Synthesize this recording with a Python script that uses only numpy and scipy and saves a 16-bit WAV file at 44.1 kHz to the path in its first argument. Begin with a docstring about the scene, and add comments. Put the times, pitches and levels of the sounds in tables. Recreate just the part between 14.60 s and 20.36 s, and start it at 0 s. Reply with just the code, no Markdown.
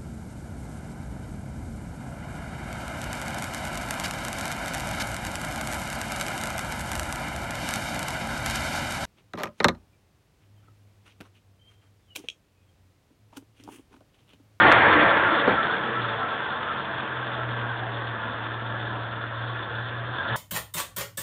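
"""A turbocharged engine, heard from the cab, tops a rev, winds down to a fast idle, then starts to rev again.
Two sharp overload clicks sound near the top of the first rev. Low shaft orders boom as they pass the cab's
resonance; gas noise pulsed by each firing makes the exhaust rasp, shaft-locked knocks the metal clatter, and a
flickering high band the intake hiss. Decaying noise bursts pop in the exhaust as the engine slows; drooping sine
whistles are the turbo's chirps, most of them on the wind-down and one as the next rev begins."""
import sys
import numpy as np
from scipy import signal
from scipy.fft import rfft, irfft
from scipy.io import wavfile
from scipy.ndimage import uniform_filter1d

SR = 44100
rng = np.random.default_rng(int(sys.argv[2]) if len(sys.argv) > 2 else 0)


def digitize_waveform(pressure):
    """Quantize a signal to 16-bit integers and store it at the path in sys.argv[1].

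    Rows of a 2-D input are taken as channels; values are limited to [-1, 1].
    """
    field = np.atleast_2d(pressure).T
    bounded = np.clip(field, -1, 1)
    quanta = np.round(bounded * 32767).astype(np.int16)
    wavfile.write(sys.argv[1], SR, quanta)


N = 254016
TIME, FREQ = np.arange(N) / SR, np.fft.rfftfreq(N, 1 / SR)
IDLE_HZ = 39  # shaft speed at idle


def amp(db):
    """Decibels to gain."""
    return 10 ** (np.asarray(db) / 20)


def unit(x):
    """Scales to rms 1."""
    return x / np.sqrt(np.mean(x ** 2) + 1e-20)


def spectrum(points):
    """Joins (Hz, dB) points on a log-frequency axis."""
    hz, db = np.transpose(points)
    return np.interp(np.log(FREQ + 1), np.log(hz + 1), db)


def colour(x, db):
    """Minimum-phase filter with the given gain at each frequency, floored at -100 dB."""
    cepstrum = irfft(np.maximum(db, -100) * np.log(10) / 20, N)
    # fold onto positive time: the filter becomes causal
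    cepstrum[1:N // 2] *= 2
    cepstrum[N // 2 + 1:] = 0
    response = np.exp(rfft(cepstrum))
    return irfft(rfft(x) * response, N)


def wander(rate_hz):
    """Slow random signal of rms 1: low-passed noise."""
    noise = rfft(rng.standard_normal(N))
    return unit(irfft(noise / (1 + (FREQ / rate_hz) ** 2) ** 2, N))


def band(x, low_hz, high_hz):
    """One band of a sound, with soft edges."""
    def below(hz):
        return 1 / (1 + (FREQ / hz) ** 16)
    return irfft(rfft(x) * (below(high_hz) - below(low_hz)), N)


def low_pass(x, hz):
    """A steep linear-phase band limit."""
    taps = signal.firwin(801, hz, window=("kaiser", 9), fs=SR)
    return signal.oaconvolve(x, taps[None], "same")


def flutter(x, patchy_db):
    """Neighbouring pitches swell and fade on their own, in patches of about a tenth of a second."""
    z = signal.stft(x, nperseg=2048, noverlap=1536)[2]
    field = uniform_filter1d(rng.standard_normal(z.shape), size=3, axis=0)
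    field = unit(uniform_filter1d(field, size=12, axis=1))
    return signal.istft(z * amp(patchy_db * field), nperseg=2048, noverlap=1536)[1][:N]


def shaft_speed():
    """Shaft speed in Hz: top of the rev, wind-down, an idle that stumbles twice, next rev."""
    # Each row: time in seconds, shaft speed in Hz.
    speed_points = [(0, 114), (0.15, 130), (0.29, 131), (0.55, 106), (1, 79), (1.22, 65.5), (1.68, 52.2),
                    (2.1, 46.3), (2.55, 41.6), (3, 39.8), (3.52, 39), (3.62, 37.4), (4.05, 38.9),
                    (4.75, 38.6), (4.93, 39.5), (5.04, 37.4), (5.22, 39.1), (5.53, 40), (5.61, 46),
                    (5.76, 62.9)]
    time_s, speed_hz = np.transpose(speed_points)
    return np.interp(TIME, time_s, speed_hz)


def throttle_for(speed):
    """The throttle is open as far as it takes to speed the shaft up, and shut while it slows."""
    full_throttle = 13100  # acceleration times speed, Hz squared per s
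    power = np.maximum(np.gradient(speed) * SR, 0) * speed
    return uniform_filter1d(power, size=4410) / full_throttle


def moved():
    """How far the microphone has moved, 0-1; the idle grows quieter and thinner."""
    move_from_s, move_s = 2.74, 2
    return np.clip((TIME - move_from_s) / move_s, 0, 1)


def loudness(layer, speed, throttle):
    """A layer's level in dB: it grows with speed and throttle, and eases as the microphone moves."""
    loudest_hz = 122  # speed adds no more level above this
    bend = 1.074
    idle_db, revved_db, throttle_db, moved_db = layer
    revved = np.clip((speed - IDLE_HZ) / (loudest_hz - IDLE_HZ), 0, 1) ** bend
    return idle_db + revved_db * revved + throttle_db * throttle + moved_db * moved()


def overload_clicks():
    """Overload clicks: 1700 Hz pulses under a submillisecond bell."""
    # Each row: time in seconds, signed peak pressure.
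    click_events = [(.1178, 1.0), (.124, -1.0)]
    out = np.zeros(N)
    for s, peak in click_events:
        t = TIME - s
        out += peak * np.cos(2 * np.pi * 1700 * t) * np.exp(-(t / .0003) ** 2)
    return out


def pops():
    """Unburnt fuel coughs in the pipe on the overrun: fast-rising, decaying bursts of coloured noise."""
    # Each row: start in seconds, level in dB ahead of the 2 ms attack, decay in seconds.
    pop_events = [(0.423, -21, 0.024), (0.875, -11.5, 0.015), (0.904, -17.5, 0.011), (0.925, -20.5, 0.016),
                  (1.046, -29.5, 0.028)]
    # Each row: frequency in Hz, spectral level in dB.
    pop_colour = [(40, -30.5), (110, -12), (200, 2.5), (320, -2.5), (500, 1.5), (730, -4.5), (890, -3),
                  (1050, -6), (1600, -7.5), (4000, -34)]
    level = np.zeros(N)
    for s, db, decay_s in pop_events:
        age_s = np.maximum(TIME - s, 0)
        level += amp(db) * (1 - np.exp(-age_s / 0.002)) * np.exp(-age_s / decay_s)
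    noise = rng.standard_normal(N)
    return level * unit(colour(noise, spectrum(pop_colour)))


def turbo():
    """Short wavering whistles as the boost spills back through the compressor."""
    # Each row: centre time in seconds, peak level in dB before the waver, mean pitch in Hz.
    chirp_events = [(.67, -21, 1410), (0.723, -22, 1332), (0.996, -20, 1340), (1.101, -25, 1465),
                    (1.388, -26, 1314), (1.633, -27, 1338), (2.11, -28, 1330), (2.19, -32.5, 1363),
                    (5.604, -27.5, 1635)]
    chirp_s = 0.024  # swell and fade, to 1/e
    out = np.zeros(N)
    pitch_waver = 1 + .008 * wander(90)
    for s, db, hz in chirp_events:
        near = abs(TIME - s) < 3 * chirp_s
        age = (TIME[near] - s) / chirp_s
        sag = 1 - .014 * np.tanh(age)  # each whistle droops in pitch
        phase = 2 * np.pi * np.cumsum(hz * pitch_waver[near] * sag) / SR
        out[near] += amp(db) * np.exp(-age ** 2) * np.sin(phase)
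    return out * amp(1.4 * wander(150))


def boom(turns, speed, throttle):
    """Low orders, clean at idle and ragged at speed; each swells as it passes through the cab's resonance."""
    # Each row, one per shaft order from the first: level at idle in dB before the cab's lift,
    # rise in dB per Hz of speed, dB added by full throttle.
    order_levels = [(-69.5, 0.186, 1), (-60.5, 0.1487, 11), (-56.5, 0.0931, 2.5)]
    cab_hz, cab_width_hz, cab_lift_db = 118.9, 6.5, 22.5
    waver_db, waver_hz = 1.0, 12
    ragged = np.clip((speed - 62) / 90, .04, .45)
    out = np.zeros(N)
    for k, (idle_db, db_per_hz, throttle_db) in enumerate(order_levels, 1):
        detune = 2 * (k * speed - cab_hz) / cab_width_hz
        cab = np.sqrt(1 + amp(cab_lift_db) ** 2 / (1 + detune ** 2))
        level = cab * amp(idle_db + db_per_hz * (speed - IDLE_HZ) + throttle_db * throttle)
        level = level * amp(waver_db * wander(waver_hz))
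        tone = np.exp(2j * np.pi * (k * turns + rng.random()))
        clean = np.sqrt(2) * (1 - ragged)
        rough = ragged * (wander(35) + 1j * wander(39))
        out += level * (tone * (clean + rough)).real
    return out


def firings(turns, decay, between, uneven_db):
    """A puff of gas noise at each firing, three to a turn, unevenly strong; decay in firing intervals."""
    # Each entry: strength in dB of one firing in the cycle, before random unevenness.
    cylinders_db = [0, 2, -3, -3.5, 1.9, -1]
    count = (3 * turns).astype(int)
    age = 3 * turns - count
    size_db = np.take(cylinders_db, count, mode="wrap") + uneven_db * rng.standard_normal(N)[count]
    envelope = between + amp(size_db) * np.exp(-age / decay)
    return unit(envelope * rng.standard_normal(N))


def repeating(turns, count):
    """What every two-turn cycle has in common: a dense comb of half orders in random phases."""
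    grid = np.arange(8192) / 8192
    phases = rng.random((count, 1))
    half_orders = np.arange(5, count + 5)[:, None]
    cycle = np.cos(2 * np.pi * (half_orders * grid + phases)).sum(0)
    return unit(np.interp(turns / 2 % 1, grid, cycle))


def knocks(turns, count, uneven_db):
    """Sharp blows locked to the shaft, count to a turn, each of its own strength and random sign."""
    struck = np.diff(np.floor(turns * count), prepend=0) > 0
    blows = struck * amp(uneven_db * np.clip(rng.standard_normal(N), -2, 2))
    return unit(blows * rng.choice([-1, 1], N))


def through_body(drive, load):
    """Pipe, cab and metal resonances colour the drive; it fills out under load, thins as the microphone moves."""
    # Each row: frequency in Hz, spectral level in dB, before the resonances; on load, winding down, at idle.
    rev_colour = [(18, -55.5), (30, -30), (113, -2), (164, -9), (264, -6.5), (298, 0), (383, -3.5),
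                  (567, -1.5), (806, -2.5), (875, -0.5), (1240, -3), (1770, -2.5), (2850, -17), (3430, -16),
                  (4220, -38.5), (5490, -64.5), (9280, -120)]
    coast_colour = [(18, -77), (30, -41.5), (86, -14), (118, -2), (136, -7), (151, -22), (228, -15),
                    (383, -16.5), (470, -10), (522, -15.5), (579, -13.5), (1630, -9), (2220, -21.5),
                    (3430, -19), (4220, -40.5), (5490, -80.5), (9280, -120)]
    idle_colour = [(18, -75.5), (30, -49), (81, -16), (118, -1.5), (136, -17.5), (151, -26.5), (324, -22),
                   (391, -23), (424, -22.5), (567, -21.5), (742, -21.5), (1700, -18), (2220, -31.5),
                   (3500, -28), (4220, -48), (5490, -78.5), (9280, -120)]
    # Each row: resonance in Hz, width in Hz, lift in dB as on the wind-down (scaled for load and idle).
    body_modes = [(218, 78, 5), (283, 25, -3.5), (303.2, 17, 5.5), (321.4, 10, 3.5), (357, 19, 5),
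                  (380, 13, -4), (460, 9.4, 3), (483, 9.5, 2), (573.5, 48, 6), (612, 8.3, -4.5),
                  (676, 42, 4), (761.6, 15, 10.5), (767, 48, -4.5), (889, 33, 4.5), (977, 22, 3.5),
                  (1033, 17, 8), (1084, 12, 3), (1120, 35, 5.5), (1280, 80, -1.5), (1325, 47, 5.5),
                  (1419, 43, 4.5), (1520, 41, -1.5), (1577.5, 36, 6), (1716, 44, 4), (1900, 37, 1),
                  (2040, 270, -2.5), (2970, 180, -0.5), (3390, 350, 3.5), (3585, 130, 7.5), (3600, 100, -3)]
    lift_db = sum(db / (1 + (2 * (FREQ - hz) / width_hz) ** 2) for hz, width_hz, db in body_modes)
    boom_zone = np.exp(-((FREQ - 109) / 27) ** 2)  # here the low orders carry most of the sound
    revving = unit(colour(drive, spectrum(rev_colour) + 0.5 * lift_db - 3 * boom_zone))
    coasting = unit(colour(drive, spectrum(coast_colour) + lift_db - 12 * boom_zone))
    idling = unit(colour(drive, spectrum(idle_colour) + 1.16 * lift_db - 13 * boom_zone))
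    unloaded = moved() * idling + (1 - moved()) * coasting
    return load * revving + (1 - load) * unloaded


def engine(turns, speed, throttle):
    """Exhaust rasp below, ringing metal in the middle, intake hiss on top."""
    # Each layer: level at idle in dB, dB added at top speed, by full throttle, once the microphone has moved.
    rasp_levels = (-35, 14, 3.5, -3.5)
    clatter_levels = (-34, 14.5, 1.5, -2)
    hiss_levels = (-43.5, 18, 2.5, -1.6)
    load = np.clip((speed - 50) / 65, 0, 1)

    gas = firings(turns, decay=0.57, between=0.92, uneven_db=2.5)
    gas = unit(gas + 0.23 * repeating(turns, count=90))
    metal = 0.64 * knocks(turns, count=12, uneven_db=3.5)
    metal = unit(metal + firings(turns, decay=0.86, between=0.91, uneven_db=2.5))
    air = firings(turns, decay=0.67, between=1.0, uneven_db=1.5)

    rasp = unit(band(through_body(flutter(gas, patchy_db=2.0), load), 14, 1140))
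    clatter = unit(band(through_body(flutter(metal, patchy_db=2.5), load), 1074, 2120))
    # the hiss flutters most in its upper band
    intake = through_body(air + .8 * metal, load)
    hiss = band(intake, 1944, 3150) * amp(1.4 * wander(30))
    hiss = unit(hiss + band(intake, 3180, 6000) * amp(2.4 * wander(30)))

    layers = [(rasp, rasp_levels), (clatter, clatter_levels), (hiss, hiss_levels)]
    return sum(sound * amp(loudness(levels, speed, throttle)) for sound, levels in layers)


def scene():
    """One shaft drives the boom and the engine; clicks, pops and chirps come at set times."""
    speed = shaft_speed()
    throttle = throttle_for(speed)
    turns = np.cumsum(speed * (1 + .003 * wander(20))) / SR
    bursts = overload_clicks() + pops() + turbo()
    return (bursts + boom(turns, speed, throttle) + engine(turns, speed, throttle))[None]


def record(dry):
    """A narrow-band microphone rounds off the peaks; the highest still overload the next stage."""
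    mic_limit, clip_level = .9, .71
    edge_hz, top_hz = 4480, 15800
    narrow = low_pass(mic_limit * np.tanh(dry / mic_limit), edge_hz)
    return low_pass(np.clip(narrow, -clip_level, clip_level), top_hz)


dry = scene()
out = record(dry)
digitize_waveform(out)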